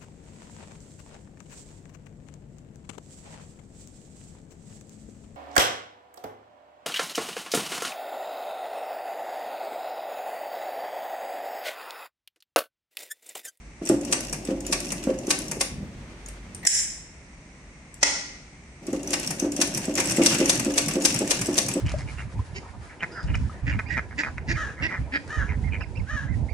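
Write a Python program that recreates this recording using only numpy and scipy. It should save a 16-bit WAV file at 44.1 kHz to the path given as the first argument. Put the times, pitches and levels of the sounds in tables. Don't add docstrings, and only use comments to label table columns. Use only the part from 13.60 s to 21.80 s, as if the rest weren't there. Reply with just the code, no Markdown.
import sys
import numpy as np
from scipy import signal
from scipy.fft import rfft, irfft, next_fast_len
from scipy.io import wavfile
from scipy.ndimage import uniform_filter1d

SR = 44100
rng = np.random.default_rng(int(sys.argv[2]) if len(sys.argv) > 2 else 0)


def to_wav(sig):
    pcm = np.clip(np.atleast_2d(sig), -1, 1) * 32767
    pcm = np.round(pcm).astype(np.int16)
    wavfile.write(sys.argv[1], SR, pcm.T)


N = 361619


# (first foot lands [s], its thump [dB], its pitch [Hz], second foot's lag [s], its thump [dB],
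# arm ring [dB], needle bar clacks [s], its level [dB], linkage clatter [dB])
STITCHES = [(.2965, -5.5, 330, .02, -23, -18.5, .5243, -8.5, 4),
            (.884, -16.5, 251, .0266, -19.5, -18, 1.1247, -10.5, 0.5),
            (1.47, -14, 249, .0228, -16.5, -12.5, 1.7041, -8, 1.5),
            (5.329, -16.5, 319, .0038, -29, -23.5, 5.5319, -11, 1),
            (5.822, -17, 267, .021, -18, -23, 6.0135, -6.5, 1),
            (6.279, -18, 247, .014, -27, -22, 6.3995, -13.5, 0.5),
            (6.58, -12.5, 240, .0124, -10, -12.5, 6.66, -2.5, 4.5),
            (6.797, -17, 230, .012, -12, -14.5, 6.8937, -5, 3),
            (7.063, -15.5, 264, .014, -21, -19, 7.177, -6, 0),
            (7.353, -17.5, 242, .011, -16.5, -21.5, 7.4498, -4, -3.5),
            (7.604, -21, 277, .009, -16.5, -21, 7.7069, -7, -0.5),
            (7.884, -14.5, 295, .02, -25, -22, 7.9791, -6, -2),
            (8.154, -20, 290, .011, -18, -19, 8.26, -7, -5.5)]
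# (start [s], stop [s], belt grips [s], its jolt [dB], feed snaps [share of the turn])
RUNS = [(.212, 2.008, .214, -24, .343), (5.21, 8.4, 5.28, -21, .365)]
# (time [s], level [dB], pitch [Hz])
THUDS = [(1.678, -20, 300), (1.965, -29, 420), (5.988, -20, 270), (6.613, -16, 270), (6.882, -22, 300)]
REST_SHARE, LAND_SHARE, CHANGE_SHARE = .5, .61, .955

def footfalls(soft_hz=310, ring_offset_db=-12, rebound_s=.0125):
    blows = [(s, -26, soft_hz, -27) for s in passes(CHANGE_SHARE)]
    blows += [(s, db, soft_hz, db + ring_offset_db) for _, _, s, db, _ in RUNS]
    blows += [(s, db, hz, db + ring_offset_db) for s, db, hz in THUDS]
    blows += [(s, db - 34, soft_hz, db - 24) for *_, s, db, _ in STITCHES]
    for s, first_db, first_hz, lag, second_db, ring_db, *_ in STITCHES:
        blows += [(s, first_db, first_hz, ring_db - 9), (s + lag, second_db, 320, ring_db)]
        late, higher = rng.uniform(.8, 1.2, 2)
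        db = second_db - 5
        blows.append((s + lag + rebound_s * late, db, 330 * higher, db + ring_offset_db))
    return blows


# (frequency [Hz], level [dB], t60 [s])
ARM_MODES = [(123.6, -24, 0.33), (188.8, -17, 0.3), (245, -15, 0.28), (289, -15.5, 0.65),
             (334.2, -15.5, .3), (363.5, -13.5, 0.12), (404, -13, 0.088), (649, -23, .07)]
# (frequency [Hz], level [dB])
THUD_SPECTRUM = [(100, -22), (250, 4), (400, 4.5), (650, 0), (900, -9), (1600, -16), (3000, -28),
                 (6000, -57)]

def feet(push_s=.003023, spread_db=2, ring_hz=527, ring_t60=.12):
    t, out = np.arange(SR // 2) / SR, np.zeros((2, N))
    late = t - 2 * push_s
    modes = np.array([amp(db - 60 * t / t60) * np.cos(2 * np.pi * hz * late)
                      for hz, db, t60 in ARM_MODES])
    modes *= amp(-2) * (1 - np.exp(-(t / push_s / 2) ** 2))
    ring = amp(-1 - 60 * t / ring_t60) * (1 - np.exp(-t / .0023)) * np.sin(2 * np.pi * ring_hz * t)
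    for s, db, push_hz, ring_db in footfalls():
        push = amp(-3.5) * np.exp(-(late / push_s) ** 2 / 2) * np.cos(2 * np.pi * push_hz * late)
        blend = amp(spread_db * rng.standard_normal(len(ARM_MODES)))
        add(out, s, amp(db) * (push + blend @ modes) + amp(ring_db) * ring)
        add(out, s, blow(THUD_SPECTRUM, db - 14, rise=.00073, decay=.026))
    return out


# (time [s], level [dB])
EXTRA_CLACKS = [(2.0077, -13), (6.3754, -15)]
# (frequency [Hz], level [dB])
CLACK_SPECTRUM = [(1500, -25.5), (3500, -5.5), (5000, -4.5), (6000, -1), (7000, -8), (8200, -8.5),
                  (9300, -8), (10800, -8.5), (12000, -22), (15500, -33)]
# (frequency [Hz], width [Hz], boost [dB])
STEEL_MODES = [(1130, 73, 3), (1880, 160, 2), (2150, 90, -2.5), (2550, 78, 2.5), (2760, 130, 7),
               (4630, 100, 4), (5540, 170, 5), (6000, 750, 3.5), (6620, 200, 4), (7300, 740, 3.5),
               (7600, 69, 2), (8060, 400, 6.5), (8500, 410, 5), (9490, 200, 3.5)]
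# (frequency [Hz], level [dB])
HEAD_SPECTRUM = [(150, -10), (450, 5), (800, 3.5), (1400, -3.5), (2400, 5), (3500, -27), (5000, -9),
                 (9000, -41)]
HEAD_MODES = [680, 1120, 1520, 1820, 2150, 2480, 2760]

def needle_bar(hold_s=.0095, lead_s=.014, detune=.03):
    out = np.zeros((2, N))
    strokes = [(s, db) for *_, s, db, _ in STITCHES]
    for s, db in strokes + EXTRA_CLACKS:
        add(out, s - lead_s, blow(TICK_SPECTRUM, db - 22, rise=.0057, decay=.0043, hold=lead_s))
        add(out, s, blow(CLACK_SPECTRUM, db - 9, rise=.00037, decay=.0043, hold=hold_s, variety=.46))
        add(out, s, blow(HEAD_SPECTRUM, -27.5, rise=.00099, decay=.016, hold=hold_s, variety=.36))
        for hz in HEAD_MODES:
            detuned_hz = hz * (1 + detune * rng.uniform(-1, 1))
            add(out, s, ping(detuned_hz, db=-35 + 3 * rng.standard_normal(), decay=.014))
    return out * chatter(depth_db=2, size=30)


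def feed(db_per_doubling=1):
    out, (_, speed, _) = np.zeros((2, N)), motion()
    for start, stop, _, _, share in RUNS:
        for s in passes(share):
            if start < s < stop:
                db = db_per_doubling * np.log2(speed[int(s * SR)])
                add(out, s, blow(TICK_SPECTRUM, db - 25, rise=.00048, decay=.004, hold=.0066, variety=.22))
                add(out, s, sparkle(db - 38))
                add(out, s, blow(HEAD_SPECTRUM, db - 33, rise=.001, decay=.015, hold=.0073, variety=.49))
    return out


# (place [share of the turn], level at usual speed [dB], change per doubling of speed [dB], ring [Hz])
CYCLE_TICKS = [(.138, -19.5, -4, 10900), (.291, -20, 5, 5740), (.553, -19, 5, 7950),
               (0.806, -25, -0.5, 6820)]
# (time [s], level [dB], ring [Hz])
SLACK_CLICKS = [(0.2605, -21, 5900), (.272, -20, 5900), (.29, -10, 7400), (.4493, -19.5, 5870),
                (1.0654, -17.5, 7100), (1.6685, -21, 6130), (2.012, -6, 9100), (2.6607, -29, 6700),
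                (2.6854, -24.5, 8500), (2.9476, -24.5, 8730), (3.051, -15, 5930), (3.1895, -16, 7280),
                (4.3415, -31, 7800), (5.3293, -24, 6900), (5.4742, -18.5, 6000), (5.5055, -17, 6950),
                (5.6738, -12.5, 5760), (5.7985, -13.5, 6100), (5.92, -19.5, 7200), (5.9638, -14, 6000),
                (6.1477, -11.5, 5830), (6.3535, -11, 7000), (6.402, -9, 7730), (6.457, -14, 8170),
                (6.4967, -11, 5750), (6.5205, -13, 8530), (6.5685, -13, 7650), (6.6351, -8, 8070),
                (6.8576, -11.5, 6200), (7.1394, -17.5, 6000), (7.4212, -16, 6900), (7.5615, -16, 5600),
                (7.589, -13, 7800), (7.6756, -16, 6950), (7.8585, -16, 7710), (7.942, -17, 5900)]
# (frequency [Hz], level [dB])
TICK_SPECTRUM = [(200, -13), (900, -12), (4000, -13), (5500, 1), (7800, -3), (9300, 0.5), (10800, -3),
                 (12000, -10), (15500, -29)]

def links():
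    out, (_, speed, _) = np.zeros((2, N)), motion()
    cycle = [(s, db + per_doubling * np.log2(speed[int(s * SR)]), hz)
             for share, db, per_doubling, hz in CYCLE_TICKS for s in passes(share)]
    for s, db, hz in cycle + SLACK_CLICKS:
        add(out, s, blow(TICK_SPECTRUM, db - 6.5, rise=.0006, decay=.0034, hold=.0003,
                         variety=.5, ring=(hz, 500, 9)))
        add(out, s, ping(hz, db - 9, decay=.0035))
        add(out, s, sparkle(db - 31))
        add(out, s, blow(SLIDE_SPECTRUM, db - 22, rise=.00098, decay=.016))
    return out


def loose_joints(per_turn=10, db_per_doubling=10, spread_db=2, low_hz=800, high_hz=3600):
    out, (angle, speed, clatter_db) = np.zeros((2, N)), motion()
    hits = np.flatnonzero(rng.random(N) < per_turn * np.gradient(angle))
    for i, (size, pitch) in zip(hits, rng.random((len(hits), 2))):
        db = -38.5 + db_per_doubling * np.log2(speed[i]) + clatter_db[i] + spread_db * (2 * size - 1)
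        hz = low_hz * (high_hz / low_hz) ** pitch
        add(out, i / SR, blow(SLIDE_SPECTRUM, db, rise=.0007, decay=.011, ring=(hz, 220, 14)))
    return out


# (time [s], level [dB], decay [s])
LIFTER_KNOCKS = [(2.686, -44, .015), (3.029, -33, 0.013), (3.049, -19, 0.0045), (3.056, -17, .003),
                 (4.429, -11, 0.0034)]
# (frequency [Hz], level [dB])
KNOCK_SPECTRUM = [(200, -8), (750, -1), (1400, -15), (2000, 12.5), (2700, -12), (4000, -12), (9000, -23)]
LIFT_SPECTRUM = [(200, -20), (1300, -33), (1650, -14), (3000, -18.5), (4700, -19), (5300, -3.5), (6600, -4),
                 (7700, 2), (8400, -7), (10300, -13), (11300, -22), (12300, -32), (15000, -36)]
DROP_SPECTRUM = [(150, -34), (300, -5.5), (1150, -10), (1700, -12), (2500, -1), (3700, -3), (5200, 3),
                 (7900, 1), (9200, -10), (11000, -18), (12000, -37), (15500, -49)]
# (frequency [Hz], width [Hz], boost [dB])
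LIFTER_MODES = [(2080, 400, 6), (5390, 150, 6), (6020, 150, 7), (7270, 200, 8), (9900, 300, 8)]
FOOT_MODES = [(800, 400, 11.5), (1420, 160, 12), (1970, 230, 18), (5550, 400, 5), (6150, 250, 7)]
# (frequency [Hz], level [dB], t60 [s])
PRESSER_MODES = [(291, -33.5, 0.46), (947, -39, 0.46), (1938, -31, 0.36), (2110, -30, 0.38),
                 (3295, -37, .38), (5459, -33, .45)]

def foot_lifter():
    t, out, hiss = np.arange(SR) / SR, np.zeros((2, N)), np.zeros((2, N))
    add(out, 2.9475, ping(8750, -46.5, decay=.049))
    for s, db, decay in LIFTER_KNOCKS:
        add(out, s, blow(KNOCK_SPECTRUM, db, rise=.0039, decay=decay))
    add(out, 3.0655, blow(LIFT_SPECTRUM, -13, rise=.004, decay=.003, hold=.004, body=LIFTER_MODES))
    add(out, 3.07, blow(LIFT_SPECTRUM, 5, rise=.004, decay=.003, hold=.0031, body=LIFTER_MODES))
    add(hiss, 3.08, blow(LIFT_SPECTRUM, -25.5, rise=.045, decay=.04, hold=.12, body=LIFTER_MODES))
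    add(out, 4.408, blow(DROP_SPECTRUM, -33, rise=.02, decay=.005, hold=.02, body=FOOT_MODES))
    add(out, 4.4285, blow(DROP_SPECTRUM, -3.5, rise=.0024, decay=.0037, hold=.0055, body=FOOT_MODES))
    for hz, db, t60 in PRESSER_MODES:
        add(out, 4.43, amp(db - 60 * t / t60) * np.sin(2 * np.pi * hz * t))
    return out + hiss * chatter(depth_db=1.8, size=120)


# (place [share of the turn], level [dB])
STROKE_FRICTION = [(0, 1), (.08, -11.5), (.19, -2.5), (.29, -7), (.37, -3), (.5, -5.5), (.6, -1.5),
                   (.78, -13), (.9, -7)]
# (frequency [Hz], level [dB])
SLIDE_SPECTRUM = [(200, -20), (700, -7), (1400, -0.5), (2500, 6), (3800, -0.5), (6000, 3), (8500, -4.5),
                  (10800, -5.5), (12200, -12), (15500, -26)]
GEAR_SPECTRUM = [(40, -23), (70, -16), (125, -9), (190, -4), (290, 0), (390, -3.5), (470, -19), (527, -5),
                 (590, -8.5), (900, -18.5), (2000, -52)]

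def drive(swing_db=1.5, heaviest_share=.98, coast_s=.99):
    t, (angle, speed, clatter_db) = np.arange(N) / SR, motion()
    stroke_db = np.interp(angle, *np.transpose(STROKE_FRICTION), period=1)
    friction = amp(-36.5 + stroke_db + clatter_db) * speed ** 1.4
    scrape = friction * noise(N, SLIDE_SPECTRUM, STEEL_MODES) * rattle(per_s=50, decay=.0077, smooth=.94)
    load_db = swing_db * np.cos(2 * np.pi * (angle - heaviest_share))
    gears = amp(-36.5 + load_db + .44 * clatter_db) * speed ** .66
    coast = amp(-53) * sum((t > stop) * np.exp(-abs(t - stop) / coast_s) for _, stop, *_ in RUNS)
    return scrape + (gears + coast) * noise(N, GEAR_SPECTRUM)


# (frequency [Hz], level [dB])
HAUL_SPECTRUM = [(65, -24), (118, 0), (200, 0), (340, -22), (1500, -80)]

def haul(thread_share=.24, rumble_share=.37):
    angle, speed, clatter_db = motion()
    hauling = np.exp(-((angle % 1 - rumble_share) / .15) ** 2)
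    tightening = np.exp(-((angle % 1 - thread_share) / .08) ** 2)
    rumble = amp(-34.5) * hauling * noise(N, HAUL_SPECTRUM)
    thread = amp(-40 + clatter_db) * tightening * noise(N, TICK_SPECTRUM, STEEL_MODES)
    return speed * (rumble + thread * rattle(per_s=110, decay=.002, smooth=0))


# (middle [s], half length [s], level [dB])
STRAP_RUB = (2.6, 0.5, -50.5)
# (time [s], level [dB])
DRAG_LEVEL = [(1.98, -66), (2.12, -36), (2.36, -42), (2.6, -50), (2.78, -54), (2.88, -45.5), (3.05, -45.5),
              (3.12, -81)]
# (time [s], level [dB], decay [s])
TABLE_BUMPS = [(2.151, -34, .025), (2.213, -28, .035)]
# (frequency [Hz], level [dB])
LEATHER_SPECTRUM = [(100, -14), (300, 3), (700, -4), (2200, -7.5), (4500, -15), (10000, -25), (15000, -52)]
BUMP_SPECTRUM = [(30, -20), (50, -3), (90, 4), (130, 0), (220, 2.5), (300, -12), (600, -19), (2000, -53)]

def handling():
    t, (middle, half, rub_db) = np.arange(N) / SR, STRAP_RUB
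    rub = amp(rub_db) * np.exp(-((t - middle) / half) ** 4)
    out = rub * chatter(depth_db=1.5, size=2000) * noise(N, LEATHER_SPECTRUM)
    out += amp(np.interp(t, *np.transpose(DRAG_LEVEL))) * noise(N, BUMP_SPECTRUM)
    for s, db, decay in TABLE_BUMPS:
        add(out, s, blow(BUMP_SPECTRUM, db, rise=.0084, decay=decay))
    return out


# (frequency [Hz], t60 [s])
HALL_DECAY = [(200, 0.96), (550, 0.64), (1400, 0.77), (3700, 0.77), (7000, 0.63), (10000, 0.56),
              (14000, 0.46)]

def hall(x, build_s, t60_share):
    hz, t, bands = signal.stft(noise(SR), SR, nperseg=256)
    t60 = t60_share * read(HALL_DECAY, hz)[:, None]
    tail = signal.istft(bands * amp(-60 * t / t60), SR, nperseg=256)[1][:, :SR]
    tail *= 1 - np.exp(-np.arange(SR) / SR / build_s)
    return signal.fftconvolve(x, tail / np.linalg.norm(tail[0]), axes=1)[:, :N]


# (frequency [Hz], level [dB])
AIR_SPECTRUM = [(12, -36), (20, -21), (53, 0.5), (107, -13.5), (127, -8), (204, -10.5), (450, -21),
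                (698, -22.5), (1570, -26.5), (2140, -18.5), (3250, -34.5), (8650, -33), (16000, -88)]
# (time [s], level [dB])
HUM_LEVEL = [(0, -49), (1.2, -41), (2.9, -46.5), (4.0, -70), (7.4, -62), (7.7, -42), (8.2, -57)]

def factory(hum_hz=49):
    t = np.arange(N) / SR
    waver = np.minimum(chatter(depth_db=3.5, size=6000), 2)
    hum = amp(np.interp(t, *np.transpose(HUM_LEVEL)) - 1) * np.sin(2 * np.pi * hum_hz * t) * waver
    whirr_spectrum = [(800, -30), (1800, 0), (2400, -21), (3500, -30), (6000, 29), (9000, -32),
                      (12000, -45)]
    whirr = amp(-66) * noise(N, whirr_spectrum, STEEL_MODES)
    return amp(-47.5) * noise(N, AIR_SPECTRUM) + hum + whirr


def shaft():
    lands, *_, needles, _, _ = np.transpose(STITCHES)
    marks = [(s, k + LAND_SHARE) for k, s in enumerate(lands)]
    marks += [(s, k + 1) for k, s in enumerate(needles)]
    marks += [(s, np.sum(needles < s) + REST_SHARE) for run in RUNS for s in run[:2]]
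    return np.transpose(sorted(marks))


def passes(share):
    times, turns = shaft()
    wanted = np.arange(len(STITCHES) + 1) + share
    moments = np.interp(wanted[wanted > turns[0]], turns, times)
    return moments[moments < N / SR]


def motion(lag_s=.017, usual_turns_per_s=2.6):
    t = np.arange(N) / SR
    angle, keep = np.interp(t, *shaft()), np.exp(-1 / (lag_s * SR))
    speed = signal.lfilter([1 - keep], [1, -keep], np.gradient(angle) * SR / usual_turns_per_s)
    lands, *_, clatter_db = np.transpose(STITCHES)
    return angle, np.maximum(speed, 1e-6), np.interp(t, lands, clatter_db)


def blow(spectrum, db, rise, decay, hold=0., variety=0., ring=None, body=STEEL_MODES):
    t = np.arange(next_fast_len(int((hold + 8 * decay + .02) * SR))) / SR
    modes = np.array(body, float)
    modes[:, 2] *= 1 + variety * rng.standard_normal(len(modes))
    if ring is not None:
        modes = np.vstack([modes, ring])
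    envelope = (1 - np.exp(-t / rise)) * np.exp(-np.maximum(t - hold, 0) / decay)
    return amp(db) * envelope * noise(len(t), spectrum, modes)


def ping(hz, db, decay):
    t = np.arange(int(7 * decay * SR)) / SR
    envelope = (1 - np.exp(-t / .00032)) * np.exp(-t / decay)
    return amp(db) * envelope * np.sin(2 * np.pi * (hz * t + rng.random((2, 1))))


def sparkle(db):
    return sum(ping(hz, db, decay=.004) for hz in rng.uniform(9000, 13500, 5))


def chatter(depth_db, size):
    return evened(amp(depth_db * evened(uniform_filter1d(rng.standard_normal(N), size))))


def rattle(per_s, decay, smooth):
    knocks = (rng.random(N) < per_s / SR) * rng.exponential(1, N)
    return evened(smooth + evened(signal.lfilter([1], [1, -np.exp(-1 / (decay * SR))], knocks)))


# (frequency [Hz], correlation [0 to 1])
MIC_CORRELATION = [(100, 0.97), (350, 0.96), (600, 0.77), (1000, 0.41), (2000, 0.028), (10000, 0.11)]

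def noise(size, spectrum=None, modes=()):
    hz = np.fft.rfftfreq(size, 1 / SR)
    left, other = rfft(rng.standard_normal((2, size)))
    same = read(MIC_CORRELATION, hz)
    right = same * left + np.sqrt(1 - same ** 2) * other
    colour_db = read(spectrum, hz) if spectrum is not None else 0 * hz
    for centre, width, db in modes:
        colour_db += db / (1 + (2 * (hz - centre) / width) ** 2)
    return evened(irfft(np.array([left, right]) * amp(colour_db), size))


def read(points, hz):
    f, value = np.transpose(points)
    return np.interp(np.log(hz + 1), np.log(f + 1), value)


def amp(db):
    return 10 ** (np.asarray(db) / 20)


def evened(x):
    return x / np.sqrt(np.mean(x ** 2) + 1e-20)


def add(mix, s, sound):
    part = mix[..., round(s * SR):][..., :sound.shape[-1]]
    part += sound[..., :part.shape[-1]]


def scene():
    thumps = feet()
    steel = needle_bar() + feed() + links() + loose_joints()
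    snaps = foot_lifter()
    head = (steel + amp(-6) * hall(steel, build_s=.0018, t60_share=.57)) * amp([[1], [-1]])
    arm = thumps + amp(-8) * hall(thumps, build_s=.00083, t60_share=.57)
    lifter = snaps + amp(-5) * hall(snaps, build_s=.0021, t60_share=.99)
    return head + arm + lifter + drive() + haul() + handling() + factory()


def record(dry, limit_db=-11, recovery_db_per_s=130, edge_hz=15900):
    power_db = 10 * np.log10(abs(uniform_filter1d((dry ** 2).mean(0), size=130)) + 1e-12)
    fall = np.arange(N) * recovery_db_per_s / SR
    held_db = np.maximum.accumulate(power_db + fall) - fall
    over_db = np.maximum(held_db - limit_db, 0)
    ducked = np.clip(dry / amp(uniform_filter1d(over_db, size=100)), -1, 1)
    low_pass = signal.firwin(255, edge_hz, window=("kaiser", 9), fs=SR)
    return signal.oaconvolve(ducked, low_pass[None], "same")


dry = scene()
out = record(dry)
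to_wav(out)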